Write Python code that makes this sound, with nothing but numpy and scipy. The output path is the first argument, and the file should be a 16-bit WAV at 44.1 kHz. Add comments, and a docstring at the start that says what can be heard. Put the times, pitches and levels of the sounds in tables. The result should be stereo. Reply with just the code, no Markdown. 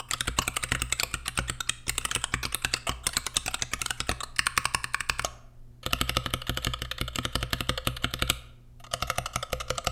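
"""Fast typing, letters under both hands, on a mechanical keyboard on a desk mat, heard by a crossed stereo pair
close behind it in a small room; then one finger drums shift, enter, space and enter again.
Each stem hits bottom or top: a rattling contact rings case, cap and stem for a few ms, and the desk thumps.
Soft rubs and scrapes lead into each blow; once a spring pings and the hollow case knocks.
A diffuse noise tail makes the room; wavering mains hum, rumble and hiss lie below."""
import sys
import numpy as np
from scipy import signal
from scipy.fft import rfft, irfft, next_fast_len
from scipy.io import wavfile
from scipy.ndimage import uniform_filter1d

SR = 44100
rng = np.random.default_rng(int(sys.argv[2]) if len(sys.argv) > 2 else 0)


def transcribe(u):
    """Save the signal u as a 16-bit wav file named by the first command-line argument.

    u: samples, shape (n,) or (channels, n), limited to [-1, 1]; the rate is SR.
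    q: integer samples, one column per channel.
    """
    v = np.clip(np.atleast_2d(u).T, -1, 1)
    q = np.round(v * 32767).astype(np.int16)
    wavfile.write(sys.argv[1], SR, q)


def ratio_of_db(decibels):
    """Turn decibels (scalar or array-like) into linear amplitude factors; 0 dB maps to 1."""
    return 10 ** (np.asarray(decibels, float) / 20)


N = 437031

# stem hits its stop: (time [s], force [dB], hardness as tick over knock [dB], push of the hand into the desk [dB])
BLOWS = [(0.1099, -16.5, 14.5, -42), (0.1338, -16.5, 2, -42), (0.2074, -13.5, 3.5, -37),
         (0.2796, -16, -1, -26.5), (0.387, -11.5, 0.5, -24.5), (0.4781, -14.5, 6, -32),
         (0.566, -16.5, 5, -58.5), (0.6364, -17.5, 2, -33.5), (0.7188, -13, -5, -26.5),
         (0.749, -18.5, -6, -32.5), (0.8188, -15, 6, -31), (0.924, -13, 27, -39), (0.998, -13, 26.5, -43),
         (1.0324, -14.5, 4.5, -36), (1.14, -17, 0, -30.5), (1.2797, -17.5, 3.5, -39.5),
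         (1.375, -17, 8.5, -37.5), (1.388, -14.5, -13, -25), (1.4967, -17.5, 3.5, -28.5),
         (1.694, -12.5, 9, -40), (1.8805, -24, 47, -31.5), (1.894, -15, 3, -38), (1.98, -15.5, 20, -42),
         (2.0505, -16.5, 2.5, -38.5), (2.112, -18.5, -1, -43.5), (2.1495, -16, 30, -57.5),
         (2.1601, -17, 0.5, -31.5), (2.24, -15, 2, -42), (2.3391, -13, -8, -26.5),
         (2.4522, -18, 6.5, -31.5), (2.5457, -13.5, 14.5, -40.5), (2.6472, -11, 2, -34),
         (2.7381, -12.0, 24.5, -36.5), (2.8928, -16, -5.5, -28), (3.0668, -13.5, 11.5, -33),
         (3.168, -11.5, 7, -35), (3.2653, -17, 8.5, -42.5), (3.367, -10.5, 32.5, -33),
         (3.4605, -22.5, 22.5, -35.5), (3.4794, -17, 3, -38), (3.542, -17.5, 2, -45),
         (3.6216, -14.5, 32.5, -35.5), (3.7345, -17, -2, -32.5), (3.816, -17, 10.5, -39.5),
         (3.8601, -19, 3, -49), (3.9059, -16.5, 0.5, -42), (4.0031, -17, 7, -33.5),
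         (4.0925, -14, -8.5, -26), (4.114, -21, 0, -32.5), (4.3916, -8.5, -3.5, -33.5),
         (4.4672, -11, -3, -37), (4.576, -8, -1.5, -29), (4.654, -11.5, -2, -36), (4.746, -11, -3, -33),
         (4.842, -17, -4.5, -39), (4.944, -13, -10, -42.5), (5.0055, -16.5, -3.5, -41.5),
         (5.0963, -9.5, -2.5, -32), (5.194, -16, -5, -37), (5.2463, -15.5, 3, -41),
         (5.8624, -15.5, -5.5, -30), (5.9319, -9.5, 1.5, -29), (6.0121, -11, -2.5, -26),
         (6.0938, -12.5, 1, -31.5), (6.168, -10, -3, -26.5), (6.2605, -16.5, -11, -30),
         (6.3374, -12.5, -1.5, -26), (6.4942, -15, -4, -25), (6.5728, -15.5, -5, -32.5),
         (6.6462, -16.5, 9.5, -42.5), (6.6686, -15.5, -10.5, -24), (6.8188, -18.5, -3.5, -33),
         (7.012, -17, -3, -25.5), (7.157, -18, 15.5, -34.5), (7.186, -16.5, -6, -27.5),
         (7.2515, -14, -2.5, -28), (7.3541, -13.5, -3, -25), (7.4274, -17, -6, -28.5),
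         (7.5309, -11.5, -5.5, -26.5), (7.606, -15, -2, -29), (7.6929, -11, -7, -24.5),
         (7.8715, -11.5, -3, -24.5), (8.0432, -11, -11.5, -26.5), (8.1377, -17, -0.5, -31),
         (8.222, -10.5, -7.5, -24), (8.2992, -8, 6, -25.5), (8.937, -12, -2, -34),
         (9.0237, -14.5, -2.5, -29), (9.0998, -13, -7.5, -35), (9.183, -12.5, -3.5, -26),
         (9.3585, -13.5, 0, -29), (9.5291, -13, -7, -30), (9.7031, -12.5, -3, -29),
         (9.78, -15.5, -1.5, -37.5), (9.87, -11, 0, -25)]
# lighter contacts, a fingertip lands, a stem rattles or a released key comes back up: (time [s], level [dB])
TOUCHES = [(-0.005, -22), (0.272, -24), (0.376, -35.5), (0.417, -26), (0.626, -27.5), (1.256, -29),
           (1.48, -29.5), (1.604, -19.5), (2.011, -36), (2.429, -23.5), (2.523, -29.5), (2.76, -30),
           (2.868, -22.5), (2.913, -29.5), (3.089, -28), (3.131, -29.5), (4.204, -24), (4.232, -23),
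           (4.361, -32.5), (5.829, -36), (6.416, -25), (6.467, -28), (6.735, -18.5), (6.848, -29.5),
           (6.912, -19), (6.98, -26), (7.078, -23.5), (7.775, -19), (7.965, -24.5), (8.19, -31),
           (8.798, -42.5), (8.839, -35), (8.865, -37.5), (9.257, -19), (9.426, -19), (9.6, -21.5)]
# keys in play: (from [s], key [1 letters 2 shift 3 space 4 enter], left minus right before the parts' offset [dB],
# change of colour [dB], rattle before stretching [ms], spread of tuning [share])
KEYS = [(0, 1, 0, 9.5, 4.47, 0.068), (4.3, 2, -2.5, -4.2, 2.68, 0.013), (5.22, 4, 2, 4, 7.9, 0.0049),
        (5.5, 3, -0.3, 3, 3.53, 0.011), (8.5, 4, 4, 3.5, 3.9, 0.025)]
# by key (letters, shift, space, enter): (share of the force in the cap [dB], in case and stem together [dB],
# hardness of a light touch [dB], gain of the desk's upper modes [dB], lowest pitch radiated [Hz])
KEY_SHARES = [(-3, -1.5, -3, 2, 260), (-4, -1.5, 6, -2.5, 510), (-3, -5, -9, 2.5, 330),
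              (-7, -3, -7, -6, 453)]
# soft rub before a blow, relative: by key (letters, shift, space, enter) [dB]
RUB_DB = (1, -18.5, 3, 4.5)
# modes of case (knock), cap (clack) and stem (tick), one row a mode: (letters, shift, space, enter [dB])
KNOCK_MODES_DB = [(-11, -17.5, 0, 2), (-7, -24.5, -5, 7.5), (5.5, 11, -46.5, -3.5), (7.5, 5.5, 11, 17),
                  (10.5, 10.5, 7.5, 5), (8, 11.5, 7.5, 0.5)]
CLACK_MODES_DB = [(-2, -3.5, -2, -4), (1.5, 1, -4.5, -11.5), (7, 0.5, 1, 0.5), (4, -5.5, 8.5, 2),
                  (7, -5, 7, -0.5), (0, -1.5, 1, -1.5)]
TICK_MODES_DB = [(-5, 0, 1, 3), (-5.5, -18, -0.5, 5), (5.5, -6, 6, 3), (5, 9, 3, 3.5),
                 (-13.5, -18, 4, -1.5), (-14.5, -9, -12, -16.5)]
# pitches of those modes before the change of tuning: one a mode [Hz]
KNOCK_HZ = (515, 704, 1100, 1250, 1420, 1760)
CLACK_HZ = (2180, 2435, 2760, 3035, 3600, 4280)
TICK_HZ = (5000, 6300, 7850, 8650, 11600, 14500)
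# spring ping, then case modes: (level [dB], pitch [Hz], t60 [s])
SPRING = [(-24, 6380, 0.046), (-17.5, 690, 0.024), (-38, 1100, 0.26)]
# desk and stand modes: (pitch [Hz], level over push [dB], t60 [s], left minus right [dB], left leads [rad])
DESK = [(59.7, -3.5, 0.67, -1.5, 1.5), (87.8, -1, 0.079, 1, 0.4), (123.4, -3, 0.23, -6.1, 0.58),
        (176.3, -2.5, 0.069, 3.5, 0.39), (249.4, -1, 0.082, 4.5, 1.73), (338, -6.5, 0.055, -5.5, 0.45),
        (454, -11.5, 0.071, -4, 0.46)]
# room decay: (band [Hz], t60 [s])
ROOM_T60 = [(100, 1), (12000, 0.33)]
# mains hum before the waver: (pitch [Hz], level [dB rms])
HUM = [(119.8, -55.5), (239.6, -68), (359.4, -75)]
# rumble and hiss, relative spectrum: (pitch [Hz], density [dB])
AIR = [(25, -51), (36, -75), (50, -73), (140, -88), (1000, -108), (2200, -115), (15000, -121)]


def blows():
    """Stems hit their stops: a firm push gives one sharp click, a light one a blunt rattle."""
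    s, force_db, hardness_db, push_db = np.transpose(BLOWS)
    firm_push_db, click_db_per_push_db = -30, 0.59
    sharp = ratio_of_db(click_db_per_push_db * np.minimum(push_db - firm_push_db, 0))
    stem_click, heavy_click = 5.5 * sharp, 28 * sharp[:, None]   # height over the chatter
    contact = rattle(s, stem_click, stretch=0.75, rise_ms=0.29)
    return strike(s, contact, *share_out(s, force_db, hardness_db), heavy_click)


def touches(s, level_db, stretch, rise_ms, brighter_db=0):
    """Soft, drawn-out contacts: chatter without a first click."""
    hardness_db = shares_at(s)[2] + brighter_db
    return strike(s, rattle(s, 0, stretch, rise_ms), *share_out(s, level_db, hardness_db))


def slides():
    """Before every blow comes a soft rub, then a short scrape of the stem in its guide; after it the cap shakes."""
    s, force_db = np.array(BLOWS)[:, 0], np.array(BLOWS)[:, 1]
    chance = rng.standard_normal((len(s), 4))
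    uneven_db = 2.5 * chance[:, 1:3]
    rub_db = force_db + np.array(RUB_DB)[key_index(s)] - 25.5 + uneven_db[:, 0]
    scrape_db = force_db - 22.5 + uneven_db[:, 1]
    rub = touches(s - 0.027 + 0.0035 * chance[:, 0], rub_db, 2.0, 19.0, brighter_db=3.0)
    scrape = touches(s - 0.009 + 0.0014 * chance[:, 3], scrape_db, 1.6, 2.5, brighter_db=4.8)
    shake = touches(s, force_db - 13, 1.79, 11.0)
    return rub + scrape + shake


def key_at(times):
    """The row of KEYS in play at each time."""
    keys = np.array(KEYS)
    return keys[np.searchsorted(keys[1:, 0], times)]


def key_index(times):
    """Which key is in play, from 0: letters, shift, space, enter."""
    return np.round(key_at(times)[:, 1]).astype(int) - 1


def shares_at(times):
    """The columns of KEY_SHARES for the key in play at each time."""
    return np.array(KEY_SHARES)[key_index(times)].T


def share_out(s, force_db, hardness_db):
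    """Knock, clack and tick levels: a hard contact favours the stem's tick, a soft one the case's knock."""
    cap_db, rest_db = shares_at(s)[:2]
    knock_db = force_db + rest_db - 10 * np.log10(1 + ratio_of_db(hardness_db) ** 2)
    return knock_db, force_db + cap_db, knock_db + hardness_db


def rattle(times, first, stretch, rise_ms):
    """One contact per row: a first click, then uneven chatter that dies away."""
    ms = np.arange(1024) * 1000 / SR
    draw = rng.standard_normal((len(times), 2, 1024))
    length_ms = stretch * key_at(times)[:, 4:5] * np.exp(0.33 * draw[:, 0, :1])
    envelope = np.exp(-(ms / length_ms) ** 2) * (1 - np.exp(-ms / rise_ms))
    chatter = draw[:, 0] * np.exp(0.54 * draw[:, 1]) * envelope
    chatter[:, 0] = first
    return chatter


def strike(s, contact, knock_db, clack_db, tick_db, first=0):
    """Case, cap and stem ring from one contact; case and cap get an added click just after the start."""
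    heavy = contact + first * (np.arange(1024) == 18)
    knock = ring(s, heavy, KNOCK_HZ, KNOCK_MODES_DB, 20, knock_db, pan_db=-4, apart_rad=0.6)
    clack = ring(s, heavy, CLACK_HZ, CLACK_MODES_DB, 24, clack_db, pan_db=0.2, apart_rad=0.55)
    tick = ring(s, contact, TICK_HZ, TICK_MODES_DB, 15, tick_db, pan_db=0.3, apart_rad=0.95)
    sound = knock + clack + tick
    edge_hz = shares_at(s)[4]
    for hz in np.unique(edge_hz):   # each key sounds thin below its own lowest pitch
        highpass = signal.butter(4, hz, "high", fs=SR, output="sos")
        sound[edge_hz == hz] = signal.sosfilt(highpass, sound[edge_hz == hz])
    return place(s, sound)


def ring(times, contact, hz, modes_db, cycles, level_db, pan_db, apart_rad):
    """The contact strikes modes of chance strength and tuning, with chance phase between capsules.

    Each mode dies by 60 dB in the given cycles; a weak part rings on."""
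    linger_db, times_longer = -24, 5.0
    t, modes_db, key = np.arange(3072) / SR, np.array(modes_db), key_at(times)
    draw = rng.standard_normal((len(times), 2, len(modes_db)))
    own_db = modes_db.T[key_index(times)]
    strength = ratio_of_db(own_db + key[:, 3:4] * draw[:, 0]) * (-1) ** np.arange(len(modes_db))
    side = np.array([0.5, -0.5])[:, None]
    phase = np.exp(1j * apart_rad * side * draw[:, 1, None])
    capsules = phase * ratio_of_db(side * (key[:, 2] + pan_db)[:, None, None])
    weights = strength[:, None] * capsules
    tuning = 1 + key[:, 5] * (rng.integers(0, 5, len(times)) / 2 - 1)
    free = np.zeros((len(times), 2, len(t)))
    for factor in np.unique(tuning):
        turns = factor * np.outer(hz, t)
        decay = ratio_of_db(-60 * turns / cycles) + ratio_of_db(linger_db - 60 * turns / (times_longer * cycles))
        waves = np.exp(2j * np.pi * turns) * decay
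        free[tuning == factor] = np.imag(weights[tuning == factor] @ waves)
    sound = convolve(free, contact[:, None], size=3072)
    peak_power = uniform_filter1d(2 * sound.mean(1) ** 2, size=60).max(1)
    return sound * (ratio_of_db(level_db) / np.sqrt(peak_power))[:, None, None]


def convolve(a, b, size):
    """Convolution along the last axis."""
    n = next_fast_len(a.shape[-1] + b.shape[-1])
    return irfft(rfft(a, n) * rfft(b, n), n)[..., :size]


def place(times, sounds):
    """Lays (events, 2, samples) out in time; the result begins one sound length before the start."""
    size = sounds.shape[-1]
    out = np.zeros((2, N + 2 * size))
    for s, sound in zip(times, sounds):
        i = size + round(s * SR)
        out[:, i:i + size] += sound
    return out[:, :size + N]


def spring():
    """As the hands leave, a spring pings and the hollow case knocks and rings on: dying sines."""
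    t = np.maximum(np.arange(N) / SR - 5.247, 0)
    return sum(ratio_of_db(level_db - 60 * t / t60_s) * np.sin(2 * np.pi * hz * t) for level_db, hz, t60_s in SPRING)


def desk():
    """Each blow pushes the desk; its low modes reach the capsules through the stand, not quite in step."""
    s, push_db = np.array(BLOWS)[:, 0], np.array(BLOWS)[:, 3]
    at, out = np.round(s * SR).astype(int), np.zeros((2, N))
    draw = rng.standard_normal((len(at), len(DESK), 2))
    side = np.array([[0.5], [-0.5]])
    for k, (hz, level_db, t60_s, pan_db, lead_rad) in enumerate(DESK):
        upper_db = (k > 3) * shares_at(at / SR)[3]
        uneven_db = 1.3 * draw[:, k, 0]
        phase_rad = side * (lead_rad + 0.5 * draw[:, k, 1])
        push = np.full((2, N), 1e-18 + 0j)
        push[:, at] = ratio_of_db(push_db + level_db + upper_db + uneven_db + side * pan_db) * np.exp(1j * phase_rad)
        pole = ratio_of_db(-60 / (t60_s * SR)) * np.exp(2j * np.pi * hz / SR)
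        out += np.imag(signal.lfilter([1], [1, -pole], push))
    return uniform_filter1d(out, size=41, origin=20)   # each push lasts 41 samples


def at_hz(points, hz):
    """Reads a table on a log-frequency axis."""
    points = np.array(points)
    return np.interp(np.log(hz), np.log(points[:, 0]), points[:, 1])


def room(x):
    """A diffuse tail: octave bands of noise, each dying at its own rate, partly shared by the channels."""
    t, tail = np.arange(SR // 2) / SR, 0
    for hz in 125 * 2.0 ** np.arange(8):
        edges_hz = [hz / np.sqrt(2), min(hz * np.sqrt(2), 0.45 * SR)]
        band = signal.butter(2, edges_hz, "band", fs=SR, output="sos")
        noise = rng.standard_normal((3, len(t)))
        decay = ratio_of_db(-60 * t / at_hz(ROOM_T60, hz))
        tail = tail + signal.sosfilt(band, noise[:2] + 0.73 * noise[2]) * decay
    tail = tail * (1 - np.exp(-t / 0.002))
    return convolve(x.mean(0), tail / np.sqrt(np.sum(tail ** 2) / 2), size=x.shape[-1])


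def rms_one(x):
    """Scales to rms 1."""
    return x / np.sqrt(np.mean(x ** 2) + 1e-20)


def hum():
    """Mains hum: sines that waver together in pitch and level."""
    t = np.arange(N) / SR
    waver = uniform_filter1d(uniform_filter1d(rng.standard_normal((2, N)), size=4000), size=4000)
    wander_s = 0.0045 * np.cumsum(rms_one(waver[0])) / SR
    tones = sum(np.sqrt(2) * ratio_of_db(db) * np.sin(2 * np.pi * hz * (t + wander_s)) for hz, db in HUM)
    return tones * ratio_of_db(rms_one(waver[1]))


def air():
    """Rumble and hiss: shaped noise, partly shared by the channels."""
    hz = np.maximum(np.fft.rfftfreq(N, 1 / SR), 10)
    white = rng.standard_normal((3, N))
    return irfft(rfft(white[:2] + 0.87 * white[2]) * ratio_of_db(at_hz(AIR, hz)) * np.sqrt(SR / 2), N)


def scene():
    """Keys, desk, room, hum and air; the room still carries what was struck just before the start."""
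    keys = blows() + touches(*np.transpose(TOUCHES), stretch=2.2, rise_ms=0.39) + slides()
    keys[:, -N:] += spring()
    return (keys + ratio_of_db(-15) * room(keys))[:, -N:] + desk() + hum() + air()


def roll_off(x):
    """The treble ends steeply here."""
    return signal.sosfilt(signal.butter(12, 17000, fs=SR, output="sos"), x)


def record(dry):
    """The recorder cuts the deepest rumble and the capsules roll off at the top."""
    rumble_cut = signal.butter(2, 40, "high", fs=SR, output="sos")
    capsule_top = signal.butter(6, 15300, fs=SR, output="sos")
    mix = signal.sosfilt(np.vstack([rumble_cut, capsule_top]), dry)
    return roll_off(mix)


dry = scene()
out = record(dry)
transcribe(out)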